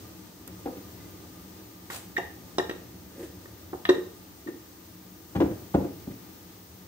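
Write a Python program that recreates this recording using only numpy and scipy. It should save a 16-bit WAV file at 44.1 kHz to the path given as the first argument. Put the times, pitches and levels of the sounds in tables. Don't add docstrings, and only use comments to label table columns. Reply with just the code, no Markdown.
import sys
import numpy as np
from scipy import signal
from scipy.fft import rfft, irfft, next_fast_len
from scipy.io import wavfile
from scipy.ndimage import uniform_filter1d, map_coordinates

SR = 44100
rng = np.random.default_rng(int(sys.argv[2]) if len(sys.argv) > 2 else 0)


def log_audio(samples):
    frames = np.atleast_2d(samples).T
    limited = np.clip(frames, -1, 1)
    pcm = np.round(limited * 32767).astype(np.int16)
    wavfile.write(sys.argv[1], SR, pcm)


N = 303182

# (time [s], base [dB], wall [dB], rim [dB], shoulder [dB], lip [dB], handle [dB],
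# contact [ms], damping [x], left minus right [dB])
POT_BLOWS = [(1.901, -31, -42.5, -23.5, -81, -83, -83, 0.62, 71, -1),
             (2.166, -56, -73, -22, -42, -43, -46, 2, 0.57, -6.5),
             (2.176, -53, -79, -28.5, -37, -44, -37, 3.2, 1.3, 16),
             (2.181, -30, -20.5, -50, -33, -52, -36, 2.2, 2.3, -3),
             (2.583, -29.5, -23, -31, -26.5, -28.5, -28, 1.02, 1.15, -2),
             (2.596, -20.5, -29, -22, -44, -46, -42, 3.4, 6.4, 6),
             (2.695, -27.5, -40, -29, -30, -34, -36, 1.4, 10.6, 0),
             (2.71, -36, -39, -38, -40, -38, -45, 1.4, 3.9, 1),
             (3.457, -50.5, -56, -52, -56, -62, -68, 0.82, 3.3, -1),
             (3.731, -29, -25, -43, -58, -69, -73, 3, 6, -1),
             (3.748, -38, -47, -61, -66, -70, -77, 1.4, 5.1, -1),
             (3.852, -51, -35, -29, -24, -24.5, -37, 1.1, 3.2, 1.5),
             (3.890, -22, -22.5, -22.5, -26.5, -21, -37, 2.1, 1.4, 0),
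             (3.893, -11.5, -31.5, -13.5, -42, -27, -21, 5, 4.8, -0.5),
             (3.9038, -21.5, -47, -42, -50, -45, -55, 3.2, 1.9, 1.5),
             (3.965, -32, -65, -71, -68, -66, -70, 3.7, 1.9, 4),
             (3.982, -28.5, -58, -69, -73, -70, -68, 3, 2.2, 2),
             (4.471, -50, -51, -41, -55, -50, -55, 4, 1.6, 6)]
POT_BANDS_HZ = [400, 700, 1850, 2800, 3700, 5600]
# (frequency [Hz], gain [dB], t60 [s])
POT_MODES = [(300, -8, .1), (340, -8, .15), (370, 1, .35), (390, 0, .12), (430, -7, .25), (538, -8, .2),
             (700, -4, .12), (840, -2, .2), (950, -4, .15), (1035, -4, .2), (1170, -2, .2),
             (1635, -12, .12), (1811, -2, .25), (1868, -3, .22), (2030, -14, .15), (2400, -12, .05),
             (2810, -4, .1), (3000, -6, .05), (3240, -5, .05), (3460, -6, .04), (3680, -4, .05),
             (3770, -1, .12), (3880, -4, .1), (4250, -20, .05), (4850, -18, .07), (5570, -6, .1)]


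def pot():
    return struck(POT_BLOWS, POT_MODES, POT_BANDS_HZ, left_lag_ms=0.31, scatter_db=3, tail_db=-40,
                  drain_s=0.0093, clack_db=-10, clack_t60_s=0.059, treble_db_oct=6, bass_db_oct=22.5)


def struck(blows, modes, bands_hz, left_lag_ms, scatter_db, tail_db, drain_s,
           clack_db, clack_t60_s, treble_db_oct, bass_db_oct):
    twins = [(f * 1.006, db - 6, t60 * 0.8) for f, db, t60 in modes]
    outer = [(f * (1 + way * f / 2e5), db - 9, t60 * .5) for f, db, t60 in modes for way in (-1, 1)]
    hz, mode_db, t60_s = np.transpose(modes + twins + outer)[:, :, None]
    dead_hz = np.geomspace(200, 14000, num=120)[:, None]
    dead_db = clack_db - treble_db_oct * np.maximum(np.log2(dead_hz / bands_hz[-1]), 0)
    dead_db -= bass_db_oct * np.maximum(np.log2(bands_hz[1] / dead_hz), 0)
    dead_t60_s = clack_t60_s * (1000 / dead_hz) ** 0.55
    t = np.arange(SR // 5) / SR
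    side = np.array([1, -1])[:, None, None]

    def port_phase(f):
        return -side * .3 * np.pi * np.tanh(f * left_lag_ms / 300)

    def band_gain(f, band_db):
        return np.interp(np.log(f), np.log(bands_hz), band_db)

    out = np.zeros((2, N + SR))
    for start_s, *band_db, contact_ms, damping, pan_db in blows:
        draws = rng.standard_normal((4, len(dead_hz), 1))
        scatter, phase, _, detune = draws[:, :len(hz)]
        dead_phase, dead_detune = draws[2:]
        blow_hz = hz * (1 + (.0015 + hz / 2e6) * detune)
        blow_db = mode_db + band_gain(hz, band_db) + scatter_db * scatter
        phase = np.minimum(hz / 1200, 1) * phase
        sound = ring(blow_hz, blow_db, t60_s / max(damping, .5), phase + port_phase(hz), len(t))
        sound *= undb(tail_db) + (1 - undb(tail_db)) * np.exp(-(t / drain_s) ** 2 / contact_ms)
        clack = ring(dead_hz * (1 + 0.0394 * dead_detune), dead_db + band_gain(dead_hz, band_db),
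                     dead_t60_s, 2 * dead_phase + port_phase(dead_hz), SR // 6)
        sound[:, :SR // 6] += clack
        push = 1 - np.exp(-1000 * t / contact_ms)
        at = int(start_s * SR)
        out[:, at:at + len(t)] += undb(side[:, 0] * pan_db / 2) * push * sound
    return out[:, :N]


def ring(hz, db, t60_s, phase, size):
    step = np.exp((2j * np.pi * hz - np.log(1000) / t60_s) / SR)
    onset = (undb(db) * np.exp(1j * phase))[..., 0]
    return (onset @ np.cumprod(np.repeat(step, size, axis=1), axis=1)).imag


# (time [s], boom [dB], panel [dB], knock [dB], edge [dB], contact [ms], damping [x],
# left minus right [dB])
CUPBOARD_BLOWS = [(.476, -48, -42.5, -52, -46, 2.2, 1.9, 5), (.656, -35, -23.5, -27, -37, 13, 1.17, 1.5),
                  (.77, -74, -33, -63, -49, 3.7, 1.8, 1), (4.462, -54, -24.5, -70, -63, 15, 0.27, 0),
                  (4.485, -57, -24.5, -59, -43, 4.8, 0.83, 0), (5.351, -34, -25, -29.5, -36, 5.6, 1.6, 3.5),
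                  (5.36, -14.5, -26, -40, -34.5, 4.6, 0.45, 2), (5.402, -34, -38, -23, -35, 1.4, 3, 2),
                  (5.406, -44, -11, -27.5, -34.5, 3.9, 0.54, 2.5),
                  (5.4152, -38, -16.5, -32.5, -35, 2.7, 2, 0), (5.438, -16.5, -36, -37, -52, 3, 0.92, 1),
                  (5.459, -47, -31, -42, -45, 2.8, 2.2, 2), (5.51, -28.5, -37, -55, -47, 2.5, 0.6, 3),
                  (5.742, -23, -36, -22, -38, 2.2, 3, 1), (5.748, -16.5, -16.5, -30, -38.5, 1.25, 3.1, 1.5),
                  (5.76, -18.5, -41, -29, -54, 5.1, 2, 1.5), (5.788, -24, -32, -39, -57, 3.6, 2, 5),
                  (5.811, -28, -26.5, -44, -49, 2, 1.8, 2), (5.845, -35, -25.5, -44, -49, 1.3, 1.3, 1),
                  (6.074, -29.5, -33, -46, -71, 2.9, 1.4, 1), (6.11, -35, -42, -59, -50, 2.1, 0.62, 5)]
CUPBOARD_BANDS_HZ = [130, 310, 700, 2000]
# (frequency [Hz], gain [dB], t60 [s])
CUPBOARD_MODES = [(107.9, -5.5, 0.4), (160.4, -4.5, 0.15), (185, -3, 0.3), (297, -10, 0.26),
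                  (226, -18, 0.12), (329.8, -2, 0.15), (350, -8, 0.053), (390, -12, 0.1), (422, -8, 0.05),
                  (502, 5, 0.068), (623, -2.5, 0.049), (674, -6, 0.056), (789, 2.5, 0.14), (843, -7, 0.082),
                  (1030, -17, 0.042), (1350, -16, 0.028)]


def cupboard():
    return struck(CUPBOARD_BLOWS, CUPBOARD_MODES, CUPBOARD_BANDS_HZ, left_lag_ms=-0.28, scatter_db=1,
                  tail_db=-20, drain_s=0.0041,
                  clack_db=-11, clack_t60_s=0.1, treble_db_oct=5.5, bass_db_oct=4.5)


# (time of full speed [s], swell [dB/s], hold [s], hiss [dB], drag [dB])
SLIDE_MOVES = [(1.902, 4000, 0.067, -40.5, -57), (3.209, 205, 0.038, -52, -39.5)]
# (frequency [Hz], relative density [dB])
SLIDE_SPECTRUM = [(350, -16), (600, -1), (1480, -5.5), (1670, -4.5), (3040, -6.5), (4160, -7), (5610, -10),
                  (7780, -7.5), (10400, -12), (15600, -8)]
# (centre [Hz], width [Hz], gain [dB])
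DRAG_PEAKS = [(392, 190, 5), (1880, 350, -15.5)]


def slides(fade_db_per_s=600):
    t = np.arange(N) / SR
    grit = undb(2.5 * walk(200))
    hiss = level(shape(diffuse(N) * grit, colour(SLIDE_SPECTRUM)), 0)
    friction = rng.standard_normal(N) * grit
    drag = level(sum(undb(db) * shape(friction, peak(hz, width)) for hz, width, db in DRAG_PEAKS), 0)
    out = 0
    for full_s, swell_db_per_s, hold_s, hiss_db, drag_db in SLIDE_MOVES:
        swell_db = -swell_db_per_s * np.maximum(full_s - t, 0)
        fade_db = -fade_db_per_s * np.maximum(t - full_s - hold_s, 0)
        out += undb(swell_db + fade_db) * (undb(hiss_db) * hiss + undb(drag_db) * drag)
    return out


# (onset level [dB], centre [Hz], width [Hz], decay [ms])
CLICK_BURST = (-34, 10491, 6999, 2.5)


def click(start_s=.4765):
    db, hz, width_hz, decay_ms = CLICK_BURST
    t = np.arange(SR // 10) / SR
    out, at = np.zeros((2, N)), int(start_s * SR)
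    out[:, at:at + len(t)] = noise(peak(hz, width_hz), db, len(t)) * np.exp(-1000 * t / decay_ms)
    return out


# (time [s], rumble level [dB])
BACKGROUND_LEVELS = [(0.0, -46.5), (0.38, -51), (0.8, -46), (1.78, -50), (2.16, -49), (3.08, -51), (3.94, -50.5),
                     (5.19, -52), (5.57, -48), (6.2, -49), (6.87, -53)]


def burners():
    flame_db, = curve(BACKGROUND_LEVELS)
    swing_db = flame_db - flame_db.mean()
    return (rumble(flame_db) + hum(swing_db)) * pan(1) + flame_hiss(swing_db) + jets(swing_db)


# (frequency [Hz], relative density [dB])
RUMBLE_SPECTRUM = [(18, -25), (30, 1), (52, -0.5), (86, 6.5), (111, 5), (150, -9.5), (183, 7), (211, -2.5),
                   (301, 1.5), (372, -4), (900, -18.5), (1170, -48), (1980, -120)]


def rumble(flame_db):
    return noise(colour(RUMBLE_SPECTRUM)) * undb(flame_db + 1.6 * walk(3.5))


# (centre [Hz], width [Hz], level at mean flame [dB])
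HUM_PEAKS = [(95, 110, -61), (180.9, 16.6, -59), (316, 48, -56.5), (1211, 48, -68)]


def hum(swing_db):
    return sum(noise(peak(hz, width), db) * undb(swing_db + 2 * walk(8)) for hz, width, db in HUM_PEAKS)


# (frequency [Hz], relative density [dB])
HISS_SPECTRUM = [(350, 6.5), (600, -1.5), (874, 2), (1120, -2.5), (1230, 1), (1340, -3.5), (2020, -3),
                 (2290, -6), (6410, -4), (7700, -8.5), (9000, -5.5), (10200, -15.5), (12000, -23),
                 (15600, -50), (22000, -120)]


def flame_hiss(swing_db, mean_db=-54, flicker_db=.7, split_hz=5000):
    hiss = noise(colour(HISS_SPECTRUM))
    dull = signal.sosfiltfilt(signal.butter(2, split_hz, fs=SR, output="sos"), hiss)
    bright = hiss - dull
    flickering = dull * undb(flicker_db * walk(18)) + bright * undb(flicker_db * walk(30))
    return undb(mean_db + .5 * swing_db) * flickering


# (frequency [Hz], relative density [dB])
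JET_SPECTRUM = [(6470, -25), (11000, -3), (11500, 2), (12800, 5), (14400, 12.5), (15200, 9.5), (15800, 14)]
# (time [s], delay [ms])
JET_BOUNCE_DELAYS = [(0, 1.379), (4.0, 1.379), (5.2, 1.356), (6.87, 1.356)]


def jets(swing_db, mean_db=-57, rise_db_per_s=0.23, bounce_db=-9):
    turn_db = rise_db_per_s * (np.arange(N) - N / 2) / SR
    direct = rng.standard_normal(N)
    direct = np.array([direct, np.roll(direct, 1)])
    hiss = level(shape(diffuse(N) + 0.26 * direct, colour(JET_SPECTRUM)), mean_db)
    hiss *= undb(0.52 * swing_db + turn_db + 0.48 * walk(3.9)) * pan(7)
    delay_ms, = curve(JET_BOUNCE_DELAYS)
    earlier = np.arange(N) - delay_ms * SR / 1000
    bounce = np.array([map_coordinates(port, [earlier], mode="mirror") for port in hiss])
    return hiss + undb(bounce_db) * bounce


# (time [s], pitch [Hz], level [dB])
WHISTLE_PATH = [(.86, 1820, -90), (.92, 1860, -71), (1.03, 2070, -68), (1.12, 2010, -70), (1.22, 1980, -72),
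                (1.28, 1960, -90)]


def whistle():
    hz, db = curve(WHISTLE_PATH)
    amplitude = undb(db + 5 * walk(40))
    wavering_hz = hz * (1 + .012 * walk(80))
    return amplitude * np.sin(2 * np.pi * np.cumsum(wavering_hz) / SR)


# (centre [Hz], t60 [s], gain [dB])
ROOM_BANDS = [(109, 0.66, -4), (337, 0.47, -9), (638, 0.4, -3.5), (1480, 0.44, -4), (3450, 0.42, -2),
              (9000, 0.34, 2.5)]


def room(dry, gap_ms=4):
    t = np.arange(SR // 2) / SR
    onset = np.clip(1000 * t / gap_ms - .5, 0, 1)
    reflections, response = diffuse(len(t)), 0
    for hz, t60_s, db in ROOM_BANDS:
        fade = onset * np.exp(-np.log(1000) * t / t60_s)
        band = shape(reflections, lambda f: np.exp(-(np.log2(f / hz) / 0.7) ** 2))
        response += undb(db) * band * fade / np.sqrt(np.sum(fade ** 2))
    return signal.fftconvolve(response, dry.mean(axis=0, keepdims=True))[:, :N]


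def diffuse(size, alike_hz=570):
    mid, side = rng.standard_normal((2, size))
    side = shape(side, lambda f: 1 / np.sqrt(1 + (alike_hz / f) ** 2))
    mid = shape(mid, lambda f: np.sqrt(1 + 1 / (1 + (f / alike_hz) ** 2)))
    return np.array([mid + side, mid - side]) / np.sqrt(2)


def noise(gain, rms_db=0, size=N):
    return level(shape(diffuse(size), gain), rms_db)


def walk(rate_hz):
    hold = int(SR / rate_hz)
    steps = np.repeat(rng.standard_normal(N // hold + 1), hold)
    return uniform_filter1d(uniform_filter1d(steps, hold), hold)[:N]


def shape(x, gain):
    size = next_fast_len(x.shape[-1])
    hz = np.maximum(np.fft.rfftfreq(size, 1 / SR), 1)
    return irfft(rfft(x, size) * gain(hz), size)[..., :x.shape[-1]]


def colour(spectrum):
    hz, db = np.transpose(spectrum)
    return lambda f: undb(np.interp(np.log(f), np.log(hz), db, left=-99, right=-99))


def peak(hz, width_hz):
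    return lambda f: 1 / (1 + ((f - hz) / width_hz * 2) ** 2)


def curve(table):
    times_s, *columns = np.transpose(table)
    return [np.interp(np.arange(N) / SR, times_s, column) for column in columns]


def pan(left_minus_right_db):
    return undb(left_minus_right_db * np.array([[.5], [-.5]]))


def level(x, rms_db):
    return x * undb(rms_db) / np.sqrt(np.mean(x ** 2))


def undb(db):
    return 10 ** (np.asarray(db) / 20)


def scene():
    handling = pot() + cupboard() + slides()
    return handling + room(handling) + burners() + whistle() + click()


def record(dry, low_hz=62, top_hz=15650):
    thin = signal.sosfilt(signal.butter(4, low_hz, "high", fs=SR, output="sos"), dry)
    return signal.sosfilt(signal.ellip(10, .2, 70, top_hz, fs=SR, output="sos"), thin)


dry = scene()
out = record(dry)
log_audio(out)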